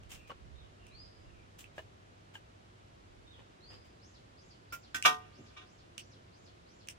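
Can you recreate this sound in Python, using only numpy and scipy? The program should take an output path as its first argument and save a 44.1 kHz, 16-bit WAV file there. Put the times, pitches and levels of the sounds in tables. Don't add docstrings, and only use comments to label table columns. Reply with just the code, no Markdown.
import sys
import numpy as np
from scipy import signal
from scipy.fft import rfft, irfft, next_fast_len
from scipy.io import wavfile
from scipy.ndimage import map_coordinates

SR = 44100
rng = np.random.default_rng(int(sys.argv[2]) if len(sys.argv) > 2 else 0)


def bounce(signal):
    frames = np.transpose(np.atleast_2d(signal))
    limited = np.clip(frames, -1, 1)
    pcm = np.round(limited * 32767).astype(np.int16)
    wavfile.write(sys.argv[1], SR, pcm)


N = 307818


def amp(db):
    return 10 ** (np.asarray(db) / 20)

def unit(x):
    return x / np.sqrt(np.mean(x ** 2) + 1e-20)

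def along(points, hz):
    f, v = np.transpose(points)
    return np.interp(np.log(hz + 1), np.log(f + 1), v)

def seconds(length):
    return np.arange(int(length * SR)) / SR

def wobble(rate, size):
    return map_coordinates(rng.standard_normal(int(size * rate / SR) + 4), [np.arange(size) * rate / SR])

def filtered(x, response):
    size = x.shape[-1]
    m = next_fast_len(size + SR // 4)
    return irfft(rfft(x, m) * response(np.fft.rfftfreq(m, 1 / SR)), m)[..., :size]

def noise(shape_db, size):
    return unit(filtered(rng.standard_normal((2, size)), lambda hz: amp(shape_db(hz))))

def resonance(hz, centre_hz, width_hz):
    return 1 / np.hypot(1, 2 * (hz - centre_hz) / width_hz)

def tone(hz, t, apart_rad):
    phase = rng.uniform(0, 2 * np.pi) + np.array([[.5], [-.5]]) * apart_rad * rng.choice([-1, 1])
    return np.sqrt(2) * np.sin(2 * np.pi * hz * t + phase)

def panned(x, left_db):
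    return x * amp(np.array([[.5], [-.5]]) * left_db)

def add(track, start_s, sound):
    start = max(round(start_s * SR), 0)
    part = sound[:, :max(N - start, 0)]
    track[:, start:start + part.shape[1]] += part

def scattered(x, delay_s, t60_s):
    t = seconds(1)
    tail = rng.standard_normal((2, len(t))) * amp(-60 * t / t60_s)
    tail /= np.linalg.norm(tail, axis=1, keepdims=True)
    return signal.fftconvolve(x, np.pad(tail, ((0, 0), (int(delay_s * SR), 0))), axes=1)[:, :N]


# frequency_hz, level_db
AIR_SPECTRUM = [(15, -50), (25, -22.5), (53, -5), (103, -4), (169, -9.5), (219, -10.5), (250, -12.5),
                (370, -11.5), (411, -15.5), (712, -20), (833, -24), (3000, -26.5), (7310, -37.5),
                (13000, -52)]
# frequency_hz, side_over_mid_db
AIR_WIDTH = [(60, -10.5), (120, -17), (200, -8.5), (380, -1.5), (700, 7.5), (1290, 7), (2400, -1),
             (15000, 1.5)]
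def air(level_db=-61):
    mid, side = noise(lambda f: along(AIR_SPECTRUM, f) - 20 * np.log10(1 + (f / 12800) ** 12), N)
    side = filtered(side, lambda f: amp(along(AIR_WIDTH, f)))
    return panned(amp(level_db) * np.array([mid + side, mid - side]), -0.74)


# frequency_hz, level_db
WIND_SPECTRUM = [(15, -17), (35, -7), (60, 0.5), (90, -4), (160, -16.5), (400, -39.5), (1000, -88.5)]
# peak_s, level_db, half_length_s
GUSTS = [(0.031, -58.5, 0.25), (0.532, -58, .15), (0.962, -59.5, .12), (1.256, -62, 0.124),
         (1.722, -69, .18), (3.132, -68.5, .2), (3.75, -70, .1)]
def breeze(calm_db=-79, buffet_db=2):
    t = np.arange(N) / SR
    gusts = sum(amp(db) * np.exp(-((t - peak_s) / half_s) ** 2) for peak_s, db, half_s in GUSTS)
    mid, side = noise(lambda f: along(WIND_SPECTRUM, f), N)
    rumble = np.array([mid + .7 * side, mid - .7 * side])
    return panned((amp(calm_db) + gusts) * amp(buffet_db * wobble(4.01, N)) * rumble, -6.5)


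def hum(pitch_hz=99.83, level_db=-68.8):
    t = np.arange(N) / SR
    return amp(level_db + 2.2 * wobble(9, N)) * tone(pitch_hz, t + .001 * wobble(9, N), .2)


WHISTLES = {"chirp": (2950, 2780, 2400, 2650, .04, .075, 0, .05),
            "slur": (3550, 3780, 2900, 3750, .062, .036, -3, .005),
            "rise": (3700, 5030, 3100, 4950, .124, .028, -14, .005),
            "arch": (3250, 7350, 2800, 4800, .12, .041, 3, .018)}
def whistle(kind, fade_s=.022, loss_db_per_octave=18):
    start_hz, turn_hz, end_hz, loudest_hz, glide_s, drop_s, change_db, flutter = WHISTLES[kind]
    t = seconds(glide_s + 2.4 * drop_s)
    glide_left = np.maximum(1 - t / glide_s, 0) ** 1.65
    dropped = 1 - np.exp(-(np.maximum(t - glide_s, 0) / drop_s) ** 1.7)
    hz = turn_hz + (start_hz - turn_hz) * glide_left + (end_hz - turn_hz) * dropped
    loss_db = loss_db_per_octave * np.abs(np.log2(hz / loudest_hz))
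    level_db = 2.6 * wobble(88.7, len(t)) - loss_db + change_db * dropped
    fade = np.clip(np.minimum(t, t[-1] - t) / fade_s, 0, 1)
    cycles = np.cumsum(hz * (1 + flutter * wobble(400, len(t)))) / SR
    return fade * amp(level_db) * np.sin(2 * np.pi * cycles)


# start_s, level_db, kind
BIRD_CALLS = [(0.1, -63.5, "chirp"), (0.53, -61.5, "slur"), (0.78, -66.5, "chirp"), (0.905, -54, "rise"),
              (1.24, -70, "chirp"), (3.25, -58.5, "slur"), (3.596, -53.5, "rise"), (3.99, -60, "arch"),
              (4.352, -61, "arch"), (4.679, -58.5, "arch"), (5.314, -61, "arch"), (5.633, -63, "arch"),
              (5.965, -60.5, "arch"), (6.306, -60.5, "arch"), (6.65, -60, "arch")]
# delay_s, t60_s, level_db
FOLIAGE_PATHS = [(0, .022, -3.3), (.012, .15, -4.5), (.03, .7, -8.5)]
def birds():
    calls = np.zeros((2, N))
    for start_s, db, kind in BIRD_CALLS:
        add(calls, start_s, amp(db) * whistle(kind)[None])
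    return sum(amp(db) * scattered(calls, delay_s, t60_s) for delay_s, t60_s, db in FOLIAGE_PATHS)


def far_echoes(x, round_trips_s=(.514, .558)):
    first_s, second_s = round_trips_s
    returns = scattered(x, first_s, t60_s=.054) + amp(-8) * scattered(x, second_s, t60_s=.04)
    wall_response = [(300, -40), (900, -34), (1800, -30.5), (3500, -29), (7000, -36), (14000, -50)]
    tree_response = [(500, -37), (3000, -37), (10000, -48)]
    wall = filtered(returns, lambda f: amp(along(wall_response, f)))
    trees = filtered(scattered(x, delay_s=.14, t60_s=1.7), lambda f: amp(along(tree_response, f)))
    return wall + trees


# start_s, level_db, t60_s
BUMPS = [(4.944, -56.5, 0.54), (5.05, -47, 0.34), (5.383, -51, 0.33)]
# frequency_hz, level_db
BUMP_SPECTRUM = [(60, -25.5), (140, -5.5), (270, -1.5), (400, -11), (800, -24), (3000, -64.5)]
def bumps(attack_s=.0023):
    out, t = np.zeros((2, N)), seconds(.16)
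    for start_s, db, t60_s in BUMPS:
        mid, side = noise(lambda f: along(BUMP_SPECTRUM, f), len(t))
        envelope = np.minimum(t / attack_s, 1) * amp(db - 60 * t / t60_s)
        add(out, start_s, envelope * np.array([mid + .27 * side, mid - .19 * side]))
    return panned(out, -2.5)


# start_s, level_db, length_s, tilt_db_per_octave
TEARS = [(0.088, -50.5, 0.104, 1.8), (0.266, -63.5, 0.052, 1.5), (1.58, -53, 0.062, 3.5),
         (1.748, -62, 0.099, 0), (2.333, -54.5, 0.054, -1), (3.379, -58, 0.064, -6.5),
         (3.691, -56.5, 0.11, -4), (3.841, -66, 0.049, -1)]
# frequency_hz, level_db
LEAF_SPECTRUM = [(400, -4), (1200, -3), (2200, -1.5), (3000, 2.5), (4300, -9.5), (7500, -7), (11000, -19.5),
                 (16000, -17.5)]
def tears():
    out, t = np.zeros((2, N)), seconds(.25)
    for start_s, db, length_s, tilt in TEARS:
        progress = 3 * t / length_s
        swell = progress ** 2 * np.exp(2 - 2 * progress)
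        hiss = noise(lambda f: along(LEAF_SPECTRUM, f) + tilt * np.log2(np.maximum(f, 400) / 3000), len(t))
        add(out, start_s, swell * amp(db + 2.4 * wobble(600, len(t))) * hiss)
    return out


# start_s, level_db, pitch_hz, thud_hz, thud_db, overtone_db
STALK_POPS = [(0.296, -50, 1180, 534, -0.5, -2), (0.303, -40.5, 1110, 538, -6.5, -10),
              (0.314, -48.5, 1374, 543, 1, -15.5), (1.7802, -40.5, 1710, 635, -3, -11),
              (1.791, -49, 1770, 646, 2, -2), (2.353, -45.5, 1616, 895, -10.5, 1)]
# frequency_hz, level_db
THUD_SPECTRUM = [(100, -11.5), (250, -2), (550, -4.5), (950, -4.5), (1400, -11), (2000, -9), (2900, -13.5),
                 (4000, -20.5), (8000, -34), (16000, -49)]
def stalks(overtone_hz=2930, attack_s=.0011, t60_s=.061):
    out, t = np.zeros((2, N)), seconds(.13)
    for start_s, db, pitch_hz, thud_hz, thud_db, overtone_db in STALK_POPS:
        uneven = t + 6e-5 * wobble(220, len(t))
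        tube = tone(pitch_hz, uneven, 1.53) + amp(overtone_db) * tone(overtone_hz, uneven, 1.8)
        tube += amp(thud_db - 2) * tone(thud_hz, uneven, .64)
        mid, side = noise(lambda f: along(THUD_SPECTRUM, f), len(t))
        thud = amp(thud_db) * np.array([mid + .6 * side, mid - .6 * side])
        envelope = np.minimum(t / attack_s, 1) * amp(db - 60 * t / t60_s)
        add(out, start_s, envelope * (tube + thud))
    return out


# start_s, level_db, pitch_hz, brightness_db
SNIPS = [(0.034, -59, 2855, -3), (0.118, -49.5, 2970, 9.5), (0.867, -54.5, 2680, 1.5),
         (1.591, -53, 2900, 6.5), (1.642, -48, 2620, -14), (5.025, -32.5, 2600, 1),
         (5.9793, -35.5, 2880, -1.5), (6.873, -52.5, 2780, 4), (6.8859, -36, 2610, 3.5)]
def snips(click_t60_s=.012):
    def treble(f):
        return (.293 * resonance(f, 5800, 1060) ** 2 + .236 * resonance(f, 8400, 2200) ** 2
                + .047 * resonance(f, 18000, 7000))

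    out, t = np.zeros((2, N)), seconds(.17)
    click = np.minimum(t / .0006, 1) * amp(5.5 - 60 * t / click_t60_s)
    crunch = np.exp(-np.abs((t - .018) / .017) ** 1.4)
    for start_s, db, pitch_hz, bright_db in SNIPS:
        blade_db = lambda f: 20 * np.log10(resonance(f, pitch_hz, 710) ** 2 + amp(bright_db) * treble(f))
        envelope = click + crunch * amp(-13 + 1.2 * wobble(400, len(t)))
        add(out, start_s, amp(db) * envelope * noise(blade_db, len(t)))
    return panned(out, -0.99)


# pitch_hz, level_db
SQUEAK_PARTIALS = [(1044, -20.5), (1389, -2), (2347, -14), (2606, -17.5), (5448, -18.5)]
def squeak(start_s=4.722, hold_s=.022, t60_s=.11):
    out, t = np.zeros((2, N)), seconds(.11)
    song = sum(amp(db) * tone(hz, t, 1.4) for hz, db in SQUEAK_PARTIALS)
    song *= amp(-40.5 + .7 * wobble(156, len(t)))
    spectrum = [(500, -6.5), (1400, -1.5), (3000, .5), (4000, -12), (5500, -5), (10000, -10.5), (15000, -6)]
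    scrape = noise(lambda f: along(spectrum, f), len(t)) * amp(-45.5 + 1.5 * wobble(500, len(t)))
    envelope = np.minimum(t / .0038, 1) * amp(-60 * np.maximum(t - hold_s, 0) / t60_s)
    add(out, start_s, envelope * (song + scrape))
    return panned(out, -3)


# start_s, ring_db, rattle_db, low_hz, high_hz, ring_time_share, rattle_treble_db
KNOCKS = [(4.9445, -23.5, -34, 1400, 1914, 0.73, 4), (5.035, -36.5, -45.5, 2490, 9000, 0.95, 1),
          (5.0494, -17.5, -20.5, 151, 12000, 0.9745, 0)]
# pitch_hz, level_db, t60_s, left_over_right_db
TABLE_MODES = [(255, -33, .4, -3), (437, -26, .48, -8), (665, -18, .16, -2), (735, -16, .36, -10),
               (921, -16, .31, -3), (1048, -13, .28, 6), (1206, -3.5, .27, 5), (1379, -14, .24, 2),
               (1400, -19, .2, 0), (1526, -10, .21, -10), (1760, -22, .12, 0), (1877, -14, .25, -8),
               (2248, -14, .15, 3), (2341, -2.5, .14, -3), (2598, -11, .16, 3), (2660, -9, .14, -4),
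               (2830, -6, .15, -8), (3080, -16, .19, -6), (3365, -13, .16, -4), (3540, -14, .14, 7),
               (5251, -21, .19, 3), (5852, -20, .13, 0), (6479, -23, .17, 3), (7156, -23, .15, -4)]
def table_knocks(leak=.1, treble_hz=4700):
    out, t = np.zeros((2, N)), seconds(.5)
    for start_s, ring_db, rattle_db, low_hz, high_hz, time_share, treble_db in KNOCKS:
        low_cut = lambda f: leak + (1 - leak) / (1 + (low_hz / (f + 1)) ** 30)
        high_cut = lambda f: leak + (1 - leak) / (1 + (f / high_hz) ** 10)
        ring = np.zeros((2, len(t)))
        for hz, db, t60_s, left_db in TABLE_MODES:
            mode = panned(tone(hz, t + 1.5e-5 * wobble(60, len(t)), 1.7), left_db)
            ring += mode * low_cut(hz) * high_cut(hz) * amp(db - 60 * t / (t60_s * time_share))
        cloud = panned(amp(rattle_db) * rattle(t, low_cut, time_share, treble_db, treble_hz), -0.88)
        build_up = 1 - np.exp(-t / (.0038 * time_share ** 2))
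        add(out, start_s, build_up * (amp(ring_db) * ring + cloud))
    return out


# frequency_hz, level_db
RATTLE_SPECTRUM = [(150, -29), (400, -14.5), (700, -9.5), (1100, -1), (1700, -5.5), (2700, -4.5),
                   (3500, -5), (4300, -15), (5600, -12), (8000, -18), (11000, -25), (16000, -28.5)]
def rattle(t, low_cut, time_share, treble_db, treble_hz):
    grid_hz = np.arange(0, SR / 2, 70)
    bunch_db = 4 * rng.standard_normal(len(grid_hz))
    modes_db = lambda f: along(RATTLE_SPECTRUM, f) + np.interp(f, grid_hz, bunch_db)
    cloud = noise(lambda f: modes_db(f) + 20 * np.log10(low_cut(f)), len(t))
    brightened = filtered(cloud, lambda f: amp(treble_db * (1 - 1 / (1 + (f / treble_hz) ** 8))))
    return brightened * amp(2.1 * wobble(240, len(t)) - 60 * t / (.2 * time_share))


def scene():
    work = snips() + stalks() + tears() + squeak() + table_knocks() + bumps()
    near_reflections = amp(-17) * scattered(work, delay_s=.0052, t60_s=.099)
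    return work + near_reflections + far_echoes(work) + birds() + air() + breeze() + hum()


def record(dry, peak_hz=12905, peak_db=2.5, limit_hz=15900):
    coloured = filtered(dry, lambda hz: amp(peak_db * resonance(hz, peak_hz, width_hz=1200) ** 2))
    return filtered(coloured, lambda hz: 1 / (1 + (hz / limit_hz) ** 120))


dry = scene()
out = record(dry)
bounce(out)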